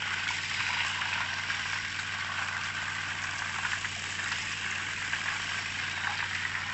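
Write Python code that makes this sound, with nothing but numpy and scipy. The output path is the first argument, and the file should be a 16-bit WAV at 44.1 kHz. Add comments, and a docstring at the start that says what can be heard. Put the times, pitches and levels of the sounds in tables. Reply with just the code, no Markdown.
"""A lumpy jet of sandy slurry arcs, close by, from a pipe onto wet sand in an open pit.
The jet is random contacts and damped bubble sines, coloured by resonances of trapped air; slugs slap and plop.
Drops patter, spatter and fizz as filtered clicks; large bubbles gulp on rising sines; low rumbles thump.
Some way off, a pump's slow single-cylinder engine thuds steadily as harmonics of its firing rate and puffs
of noise, over the soft noise of the open air. One microphone, mono."""
import sys
import numpy as np
from scipy import signal
from scipy.fft import rfft, irfft, next_fast_len
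from scipy.io import wavfile
from scipy.ndimage import uniform_filter1d

SR = 44100
rng = np.random.default_rng(int(sys.argv[2]) if len(sys.argv) > 2 else 0)


def transcribe(signal):
    """Save signal, clipped to [-1, 1], as a 16-bit WAV file at the path in sys.argv[1]."""
    frames = np.atleast_2d(signal).T
    limited = np.clip(frames, -1, 1)
    pcm = np.round(limited * 32767).astype(np.int16)
    wavfile.write(sys.argv[1], SR, pcm)


N = 296925   # length [samples]


def from_db(db):
    """Decibels to gain."""
    return 10 ** (np.asarray(db) / 20)


def rms_one(x):
    """Scale to unit rms."""
    return x / np.sqrt(np.mean(x ** 2) + 1e-20)


def in_time(rows):
    """The columns of a curve table, one value a sample."""
    s, *columns = np.transpose(rows)
    return [np.interp(np.arange(N) / SR, s, c) for c in columns]


def drift(rate_hz):
    """Slow random wander of rms 1: noise through two equal poles, computed every 40 samples."""
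    step = 40
    r = np.exp(-2 * np.pi * rate_hz * step / SR)
    noise = rng.standard_normal(N // step + 2002)
    slow = signal.lfilter([1], [1, -2 * r, r * r], noise)[2000:]   # drop the filter's start
    return np.interp(np.arange(N) / step, np.arange(len(slow)), rms_one(slow))


def surge(depth_db, rate_hz):
    """The uneven delivery of the pipe, as a gain around 1."""
    return from_db(depth_db * drift(rate_hz))


def colour(x, spectrum):
    """Causal (minimum-phase) filter with the given spectrum; rms 1."""
    size = 2 * next_fast_len(N // 2 + SR // 10)
    hz, db = np.transpose(spectrum)
    bins_hz = np.fft.rfftfreq(size, 1 / SR)
    gain = from_db(np.interp(np.log(bins_hz + 1), np.log(hz), db))
    # folding the cepstrum onto positive time makes the phase minimal
    cepstrum = irfft(np.log(gain))[:size // 2]
    cepstrum[1:] *= 2
    response = np.exp(rfft(cepstrum, size))
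    return rms_one(irfft(rfft(x, size) * response)[:N])


def skirted(spectrum):
    """Let a spectrum fall away over an octave beyond both ends."""
    (low, low_db), (high, high_db) = spectrum[0], spectrum[-1]
    return [(low / 2, low_db - 32.5), *spectrum, (high * 2, high_db - 30.0)]


def resonate(x, hz, width_hz):
    """One resonance with about unit gain at its top."""
    r = np.exp(-np.pi * width_hz / SR)
    top = np.array([1, 0, -1]) * (1 - r * r) / 2
    return signal.lfilter(top, [1, -2 * r * np.cos(2 * np.pi * hz / SR), r * r], x)


def moving_resonance(x, hz, width_hz):
    """A resonance whose centre follows a curve: shift down, smooth, shift back; rms 1."""
    spin = np.exp(2j * np.pi * np.cumsum(hz) / SR)
    smooth = signal.lfilter([1], [1, -np.exp(-np.pi * width_hz / SR)], x / spin)
    return rms_one((smooth * spin).real)


def band(x, low_hz, high_hz):
    """Keep what lies between two frequencies."""
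    return signal.sosfilt(signal.butter(2, [low_hz, high_hz], "band", fs=SR, output="sos"), x)


def impacts(per_s, spread_db):
    """Random clicks of both signs; the rarer ones are larger, or smaller if spread_db is negative."""
    sizes = from_db(spread_db * np.minimum(rng.exponential(1, N), 4))
    return (rng.random(N) < per_s / SR) * sizes * rng.choice([-1, 1], N)


def held(x):
    """Smoothly even out the power over some hundredths of a second, keeping the fast grain."""
    power = uniform_filter1d(uniform_filter1d(x * x, size=SR // 20), size=SR // 20)
    return x / np.sqrt(np.abs(power) + 1e-12)


def lumps(per_s, decay_s, between):
    """The jet breaks into lumps: each lands at once and drains away over a floor of power between them."""
    hits = np.abs(impacts(per_s, spread_db=0.0))
    landings = signal.lfilter([1], [1, -np.exp(-1 / (decay_s * SR))], hits)
    return held(np.sqrt(held(landings) ** 2 + between))


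def bubbles(flow, low_hz, high_hz, cycles, rise, spread_db, count):
    """Trapped air: short damped sines, each of its own size, rising in pitch as it nears the surface."""
    when, pitch, size, sign = rng.random((count, 4)).T[:, :, None]
    age = np.arange(int(cycles / low_hz * SR))
    turns = low_hz * (high_hz / low_hz) ** pitch * age / SR
    at = (when * (N - 1)).astype(int)
    strength = flow[at] * from_db(-spread_db * np.log(size + .02)) * np.sign(sign - .5)
    decay = from_db(-60 * turns / cycles)
    rings = strength * decay * np.sin(2 * np.pi * turns * (1 + rise * turns / cycles))
    return rms_one(np.bincount((at + age).ravel(), rings.ravel(), N)[:N])


def rise_and_fade(stage):
    """Rise to 1 at stage 1, then die away more slowly."""
    return stage * np.exp(1 - stage)


CONTACT_RISE_S = 0.000888   # time constant with which a soft burst of contacts builds


def burst_of(t60_s):
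    """A short run of wet contacts of uneven size that builds quickly and dies away."""
    age = np.arange(SR // 12) / SR
    envelope = (1 - np.exp(-age / CONTACT_RISE_S)) * from_db(-60 * age / t60_s)
    return rng.laplace(size=len(age)) * envelope


def at_level(x, db):
    """Give a short sound this level: its whole energy counted over 10 ms."""
    return from_db(db) * x / np.sqrt(np.sum(x ** 2) / (.01 * SR))


# open air of the pit: (frequency [Hz], relative density [dB])
AIR_SPECTRUM = [(15, -3.5), (45, 4), (65, -7.5), (120, -0.5), (300, -13), (500, -7.5), (1500, -10),
                (8000, -42.5)]


def open_air():
    """Soft steady noise of the open air all round, coloured by its spectrum."""
    return from_db(-57.0) * colour(rng.standard_normal(N), AIR_SPECTRUM)


# engine speed: (time [s], firing rate [1/s])
FIRING_RATE = [(0, 18.8), (1.9, 19.0), (4.2, 18.88), (5.5, 18.8), (6.73, 18.82)]
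# exhaust note: (multiple of the firing rate, relative level [dB])
EXHAUST_HARMONICS = [(1, -22), (4, -16.5), (5, -0.5), (6, -12), (7, -13), (8, -7), (9, -22), (11, -9),
                     (12, -17), (14, -19), (16, -16.5), (19, -22)]
# rush of the exhaust puffs: (time [s], level [dB])
PUFF_LEVEL = [(0, -57), (2.3, -59), (4.5, -54.5), (6.73, -56.5)]
# colour of that rush: (frequency [Hz], relative density [dB])
PUFF_SPECTRUM = [(60, -21.5), (110, -5.5), (140, -10.5), (170, -2.5), (250, -4.5), (400, -7), (600, -14),
                 (1200, -19)]


def engine(note_db, waver_db, puff_decay):
    """Some way off, each firing drives the exhaust pipe's note and lets out a short rush of gas."""
    firing_rate, = in_time(FIRING_RATE)
    puff_db, = in_time(PUFF_LEVEL)
    cycle = np.cumsum(firing_rate) / SR
    note = np.zeros(N)
    for multiple, db in EXHAUST_HARMONICS:
        phase = 2 * np.pi * round(multiple) * cycle + rng.uniform(0, 2 * np.pi)
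        note += from_db(db + waver_db * drift(1.6)) * np.sin(phase)
    rush = np.exp(-puff_decay * (cycle % 1)) + 0.25   # decays within each cycle, never quite stops
    puffs = colour(rng.standard_normal(N) * rush, skirted(PUFF_SPECTRUM))
    return from_db(note_db) * rms_one(note) + from_db(puff_db) * puffs


# dull, low thumps under the splashing: (time [s], centre [Hz], level at the peak [dB])
LOW_THUMPS = [(0.259, 226, -55.5), (0.572, 113, -51), (1.131, 177, -52)]
THUMP_RISE_S = 0.025   # time to the peak


def thumps(width_hz):
    """Each thump is a soft swell of narrow, low rumble."""
    out, age = np.zeros(N + SR), np.arange(SR // 3) / SR
    for s, hz, db in LOW_THUMPS:
        noise = rng.standard_normal(len(age))
        rumble = rms_one(resonate(resonate(noise, hz, width_hz), hz, width_hz))
        out[round(s * SR) + np.arange(len(age))] += from_db(db) * rise_and_fade(age / THUMP_RISE_S) * rumble
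    return out[:N]


# patches of froth, each on one pitch: (middle time [s], pitch [Hz], level at the middle [dB])
FROTH_PATCHES = [(.6, 4900, -49), (.7, 3890, -50), (0.899, 2866, -42), (1.65, 5560, -52.5),
                 (4.4, 5030, -51.5), (4.65, 2700, -43), (5.6, 5500, -53.5), (6.05, 3770, -50)]


def fizzes(width_hz, length_s):
    """A patch of froth bursts in tiny bubbles of like size: it crackles around one pitch, swells and fades."""
    t = np.arange(N) / SR
    out = np.zeros(N)
    for s, hz, db in FROTH_PATCHES:
        clicks = impacts(per_s=500, spread_db=2) + 1e-18
        crackle = rms_one(resonate(resonate(clicks, hz, width_hz), hz, width_hz))
        out += from_db(db) * np.exp(-((t - s) / length_s) ** 2) * crackle
    return out


# large bubbles from the pool: (time [s], starting pitch [Hz], peak level before trim [dB], time to the peak [s])
LARGE_BUBBLES = [(.305, 920, -31.5, 0.0026), (.699, 953, -34.5, 0.0042), (.765, 886, -36, 0.0045),
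                 (0.984, 958, -37, .007), (1.008, 2810, -35, 0.004), (1.198, 970, -35.5, 0.0067),
                 (2.295, 1056, -36, 0.0042), (6.088, 801, -39.5, 0.0092), (6.097, 1143, -42, 0.0063),
                 (6.105, 960, -44, 0.01)]
GULP_RISE = 0.018   # share by which the pitch rises on the way to the peak


def gulps(trim_db, rough_rad):
    """A large bubble swells and dies away on a rising pitch, its phase wobbling by chance."""
    out, age = np.zeros(N + SR), np.arange(SR // 12) / SR
    wobble = drift(60)
    for s, hz, db, rise_s in LARGE_BUBBLES:
        span, stage = round(s * SR) + np.arange(len(age)), age / rise_s
        phase = 2 * np.pi * np.cumsum(hz * (1 + GULP_RISE * stage)) / SR + rough_rad * wobble[span]
        out[span] += from_db(db + trim_db) * rise_and_fade(stage) * np.sin(phase)
    return out[:N]


# drops smacking down together: (time [s], centre [Hz], level over 10 ms before trim and top cut [dB])
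DROP_HANDFULS = [(0.3, 5160, -48), (0.86, 5100, -47), (1.337, 4870, -43), (1.989, 4100, -41),
                 (2.192, 4050, -47), (2.634, 5200, -44.5), (3.235, 5200, -44.5), (3.38, 5250, -43.5),
                 (4.317, 4500, -40), (4.415, 5570, -43), (4.519, 5300, -43), (4.707, 6700, -42.5),
                 (6.174, 4320, -43.5), (6.348, 4800, -44.5)]
SPATTER_T60_S = 0.053   # a handful thins out by 60 dB in this time


def spatters(spread, trim_db):
    """A handful of drops smacks the sand within a few hundredths of a second, as sparse contacts in a band."""
    out, ratio = np.zeros(N + SR), 1 + spread
    for s, hz, db in DROP_HANDFULS:
        burst = burst_of(SPATTER_T60_S)
        drops = burst * (rng.random(len(burst)) < 3000 / SR)   # some 3000 contacts a second
        smack = at_level(band(drops, hz / ratio, hz * ratio), db + trim_db)
        out[round(s * SR) + np.arange(len(burst))] += smack
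    return signal.sosfilt(signal.butter(10, 7700, fs=SR, output="sos"), out[:N])


# showers thrown up by the jet, negative where the drops thin out:
# (start [s], peak change of the coarse drops [dB], peak change of the mist [dB])
SHOWER_CHANGES = [(0.271, 6.5, 7.5), (.85, 0, 5.5), (1.49, 4, 2), (1.72, 2.5, 1), (1.98, -2, 5),
                  (2.64, 3.5, 4), (3.22, -1, 4), (3.69, 3, 3.5), (4.315, 3.5, 0), (4.69, 1, 0),
                  (6.34, 0, 2)]
SHOWER_RISE_S = 0.019   # the change peaks this long after the shower starts, then fades


def shower_changes():
    """Each shower quickly swells or thins the coarse drops and swells the mist, then fades; both in dB."""
    s, *changes_db = np.transpose(SHOWER_CHANGES)
    age = np.maximum(np.arange(N) / SR - s[:, None], 0)
    return np.array(changes_db) @ rise_and_fade(age / SHOWER_RISE_S)


# drops thrown clear, before the showers: (time [s], spray level [dB], fine mist level [dB])
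SPRAY_AND_MIST_LEVEL = [(0, -47.5, -55), (.55, -42, -49), (1.1, -44.5, -53), (1.9, -44.5, -52),
                        (2.5, -47, -53), (3.55, -46, -49.5), (4.15, -45.5, -47.5), (4.85, -47, -50),
                        (5.4, -44, -49), (6, -45.5, -52), (6.73, -46.5, -53.5)]
# colours of the coarse and the fine drops: (frequency [Hz], relative density [dB])
SPRAY_SPECTRUM = [(2600, -3), (3500, 0.5), (3900, -0.5), (4300, -3), (4800, -0.5), (5250, -2), (5600, -0.6),
                  (5950, -8.5), (6700, -32)]
MIST_SPECTRUM = [(5400, -15.5), (6200, 1), (6600, 5), (6950, 4), (7450, 7.5), (7850, 3.5), (8400, -22.5)]


def droplets(flow, coarse_db, fine_db):
    """Small drops thrown up by each lump patter down in little showers and fizz on the wet sand."""
    spray_db, mist_db = np.add(in_time(SPRAY_AND_MIST_LEVEL), [coarse_db, fine_db])
    showers = flow * lumps(per_s=59, decay_s=0.00052, between=5.4)
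    patter = rms_one(showers * impacts(per_s=9000, spread_db=-1.5))
    patter += 0.25 * bubbles(showers, low_hz=3320, high_hz=8180, cycles=110, rise=0.011,
                             spread_db=2.8, count=6000)
    patter += 0.21 * rms_one(impacts(per_s=80, spread_db=-2.0))   # a few drops tick on their own
    spray = from_db(spray_db) * held(colour(patter, skirted(SPRAY_SPECTRUM)))
    mist = from_db(mist_db) * held(colour(patter, skirted(MIST_SPECTRUM)))
    return spray + mist * surge(depth_db=1.0, rate_hz=14)


# heavy slugs hitting the wet ground, levels over 10 ms before trims:
# (time [s], pitch of the trapped air [Hz], its ring [dB], deep plop [dB], splash [dB])
HEAVY_SLUGS = [(0.136, 1580, -33, -56, -44), (0.268, 1530, -30, -47, -44), (0.511, 1810, -37, -39, -38),
               (0.602, 1620, -32, -33.5, -31), (0.727, 1690, -34, -38, -37), (0.804, 1850, -36, -49, -28),
               (1.014, 1500, -30.5, -38.5, -36), (1.128, 1540, -35, -40, -29.5),
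               (1.176, 1490, -32, -36.5, -41), (1.498, 1490, -31.5, -46, -45),
               (1.654, 1680, -38, -36.5, -46), (1.729, 1580, -31, -37, -42), (1.756, 1650, -36, -39, -39),
               (1.987, 1550, -31, -44, -40), (2.381, 1490, -35, -42, -36), (3.102, 1600, -37, -54, -36),
               (3.239, 1600, -33.5, -40, -47), (3.418, 1550, -30.5, -36, -50),
               (3.584, 1650, -35, -32, -43.0), (3.648, 1570, -26.5, -35.5, -39),
               (3.731, 1770, -27, -37, -50), (3.844, 1730, -28.5, -39, -38), (4.187, 1640, -34.5, -45, -38),
               (4.275, 1670, -36, -51, -40), (4.315, 1620, -31.5, -35.5, -38),
               (4.644, 1650, -34.5, -46, -38.5), (5.131, 1620, -26, -40, -34),
               (5.257, 1650, -33.5, -38, -44), (5.279, 1700, -30.5, -45, -35),
               (5.974, 1700, -35.5, -38, -50), (6.034, 1910, -36.5, -44, -38),
               (6.069, 1630, -28.5, -31, -47), (6.202, 1800, -30.5, -42, -33),
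               (6.224, 1670, -34, -32.5, -38), (6.35, 2000, -31, -52, -35.5), (6.45, 1780, -28.5, -45, -39),
               (6.548, 1840, -29.5, -49, -44)]
SLUG_T60_S = 0.052   # every slug drains away by 60 dB in this time
SLAP = .45   # one flat contact early in the slug, against the run of contacts around it


def slugs(pocket_width_hz, ring_trim_db, plop_trim_db, splash_trim_db):
    """A heavy slug claps a pocket of air shut, plops into the pool and splashes off the sand."""
    out = np.zeros(N + SR)
    for s, hz, ring_db, plop_db, splash_db in HEAVY_SLUGS:
        burst = burst_of(SLUG_T60_S)
        clap = burst.copy()
        clap[round(2 * CONTACT_RISE_S * SR)] += SLAP * np.linalg.norm(burst)
        pocket = resonate(clap, hz, pocket_width_hz)
        ring = at_level(band(pocket, low_hz=1386, high_hz=2060), ring_db + ring_trim_db)
        plop = at_level(band(clap, low_hz=850, high_hz=1270), plop_db + plop_trim_db)
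        splash = at_level(band(burst, low_hz=2170, high_hz=2920), splash_db + splash_trim_db)
        out[round(s * SR) + np.arange(len(burst))] += ring - plop - splash
    return out[:N]


# two main air pockets under the jet: (time [s], big pocket [Hz], small pocket before its wander [Hz])
POCKET_PITCHES = [(0, 895, 1495), (1.2, 953, 1562), (1.7, 1097, 1566), (2.5, 1180, 1484), (4.3, 1164, 1713),
                  (5.6, 1150, 1634), (6.1, 913, 1635), (6.35, 934, 1955), (6.73, 1070, 1800)]
# slosh, as the jet enters and leaves its hollow, before trim: (time [s], level [dB])
SLOSH_SWING = [(0, -38.5), (.12, -35.5), (.48, -43.5), (.6, -36), (1.2, -38), (1.33, -37), (2.05, -40),
               (2.2, -36.5), (3.72, -38), (3.9, -45.5), (4.06, -41), (4.22, -37), (4.47, -42),
               (4.67, -36.5), (5.05, -37.5), (5.28, -37), (5.68, -40), (5.77, -38), (6.73, -37)]
# deep plops at an average slosh, before trim: (time [s], level [dB])
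PLOP_SWING = [(0, -45.5), (.55, -47.5), (.8, -41.5), (1.2, -43), (1.4, -44), (1.94, -48.5), (2.33, -41),
              (2.7, -44.5), (3.5, -43.5), (4.1, -46.5), (5.08, -46.5), (5.28, -42.5), (5.82, -48),
              (6.1, -42.5), (6.3, -52), (6.73, -42)]
# splatter off the sand, before trim and showers: (time [s], level [dB])
SPLATTER_SWING = [(0, -37), (.48, -37), (.64, -33.5), (.82, -34), (1, -39), (1.17, -36.5), (1.4, -38),
                  (2, -37.5), (2.5, -39.5), (3.6, -38.5), (3.95, -39.5), (4.6, -37.5), (4.8, -38.5),
                  (5.6, -37), (6.45, -38.5), (6.73, -39)]
# colours of the landing jet: (frequency [Hz], relative density [dB])
PLOP_SPECTRUM = [(300, -30.5), (520, -17), (680, -7), (800, -5), (940, -0.5), (1150, 1), (1300, -6.5),
                 (1700, -18)]
SLOSH_SPECTRUM = [(900, -23), (1250, -10), (1430, -4.5), (1590, -0.5), (1720, -5.5), (1880, -3.5),
                  (2080, -11.5), (2700, -23.5)]
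SPLATTER_SPECTRUM = [(1400, -26.5), (1850, -5), (2100, -4), (2500, -4), (2720, -4.5), (2860, -4.5),
                     (3200, -7), (3600, -19), (5000, -28)]
PLOPS_FOLLOW = 0.44   # share of the slosh's swing in dB that the plops take on
SPLATTER_FOLLOWS = 0.27   # power of the flow: how closely the splatter keeps step with the lumps
POCKET_WANDER = 0.015   # share by which the small pocket's pitch wanders by chance


def plops_of(flow, big_hz):
    """The big pocket gulps among loose bubbles and contacts."""
    colours = skirted(PLOP_SPECTRUM)
    plops = bubbles(flow, low_hz=664.0, high_hz=1435, cycles=49, rise=0.041, spread_db=5.0, count=2000)
    plops += 6.8 * rms_one(flow * impacts(per_s=3300, spread_db=7.5))
    drive = colour(flow * impacts(per_s=1300, spread_db=-0.5), colours)
    return colour(plops, colours) + 0.53 * moving_resonance(drive, big_hz, width_hz=98)


def slosh_of(flow, small_hz):
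    """The small pocket rings in fits among bubbles and contacts, its level surging."""
    colours = skirted(SLOSH_SPECTRUM)
    slosh = bubbles(flow, low_hz=1239, high_hz=2146, cycles=98, rise=0.0079, spread_db=0.5, count=1800)
    slosh += 3.2 * rms_one(flow * impacts(per_s=5800, spread_db=3.5))
    drive = colour(flow * impacts(per_s=2800, spread_db=2.5), colours)
    pocket = moving_resonance(drive, small_hz * (1 + POCKET_WANDER * drift(5)), width_hz=175)
    return colour(slosh, colours) + 1.25 * rms_one(pocket * surge(depth_db=2.2, rate_hz=28))


def splatter_of(flow):
    """Splatter off the sand is mostly bare wet contacts, with some bubbles."""
    splatter = bubbles(flow, low_hz=1801, high_hz=3400, cycles=75, rise=0.025, spread_db=2.6, count=1500)
    splatter += 3.9 * rms_one(flow ** SPLATTER_FOLLOWS * impacts(per_s=7000, spread_db=1.4))
    return colour(splatter, skirted(SPLATTER_SPECTRUM))


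def pour(flow, shower_db, plop_trim_db, slosh_trim_db, splatter_trim_db):
    """Close by, lumps of the jet trap air in big and small pockets and throw splatter."""
    (slosh_db,), (plop_db,), (splatter_db,) = map(in_time, (SLOSH_SWING, PLOP_SWING, SPLATTER_SWING))
    plop_db = plop_db + PLOPS_FOLLOW * (slosh_db - slosh_db.mean())
    big_hz, small_hz = in_time(POCKET_PITCHES)
    hollow = from_db(plop_db + plop_trim_db) * held(plops_of(flow, big_hz))
    hollow += from_db(slosh_db + slosh_trim_db) * held(slosh_of(flow, small_hz))
    splatter = from_db(splatter_db + shower_db + splatter_trim_db) * held(splatter_of(flow))
    return hollow * surge(depth_db=1.0, rate_hz=13) + splatter


def banks(x, echo_db, count):
    """Faint, dull echoes from the sandy banks of the pit, 8 to 45 ms late."""
    lags = (rng.uniform(.008, .045, count) * SR).astype(int)
    echoes = sum(np.pad(x, (lag, 0))[:N] for lag in lags) / np.sqrt(count)
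    return x + from_db(echo_db) * signal.lfilter(*signal.butter(1, 3500, fs=SR), echoes)


def scene():
    """The surging jet lands between the banks, over the distant pump engine and the open air."""
    pump = engine(note_db=-48.5, waver_db=0.5, puff_decay=2.2)
    flow = lumps(per_s=170, decay_s=.003, between=.8)
    coarse_db, fine_db = shower_changes()
    wet = pour(flow, coarse_db, plop_trim_db=-0.68, slosh_trim_db=-1.0, splatter_trim_db=-0.5)
    wet += droplets(flow ** 0.64, coarse_db, fine_db)   # drops keep step with the lumps less closely
    wet = wet * surge(depth_db=.6, rate_hz=6)
    wet += slugs(pocket_width_hz=380, ring_trim_db=-.8, plop_trim_db=-1.2, splash_trim_db=-1.5)
    wet += spatters(spread=0.16, trim_db=2.5) + fizzes(width_hz=260, length_s=0.28)
    wet += gulps(trim_db=4.5, rough_rad=0.94) + thumps(width_hz=65)
    return (banks(wet, echo_db=-9.5, count=5) + pump + open_air())[None]


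CUTOFF_HZ = 8450


def record(dry):
    """One microphone channel, its top cut steeply by an elliptic low-pass."""
    return signal.sosfilt(signal.ellip(10, .2, 80, CUTOFF_HZ, fs=SR, output="sos"), dry)


dry = scene()
out = record(dry)
transcribe(out)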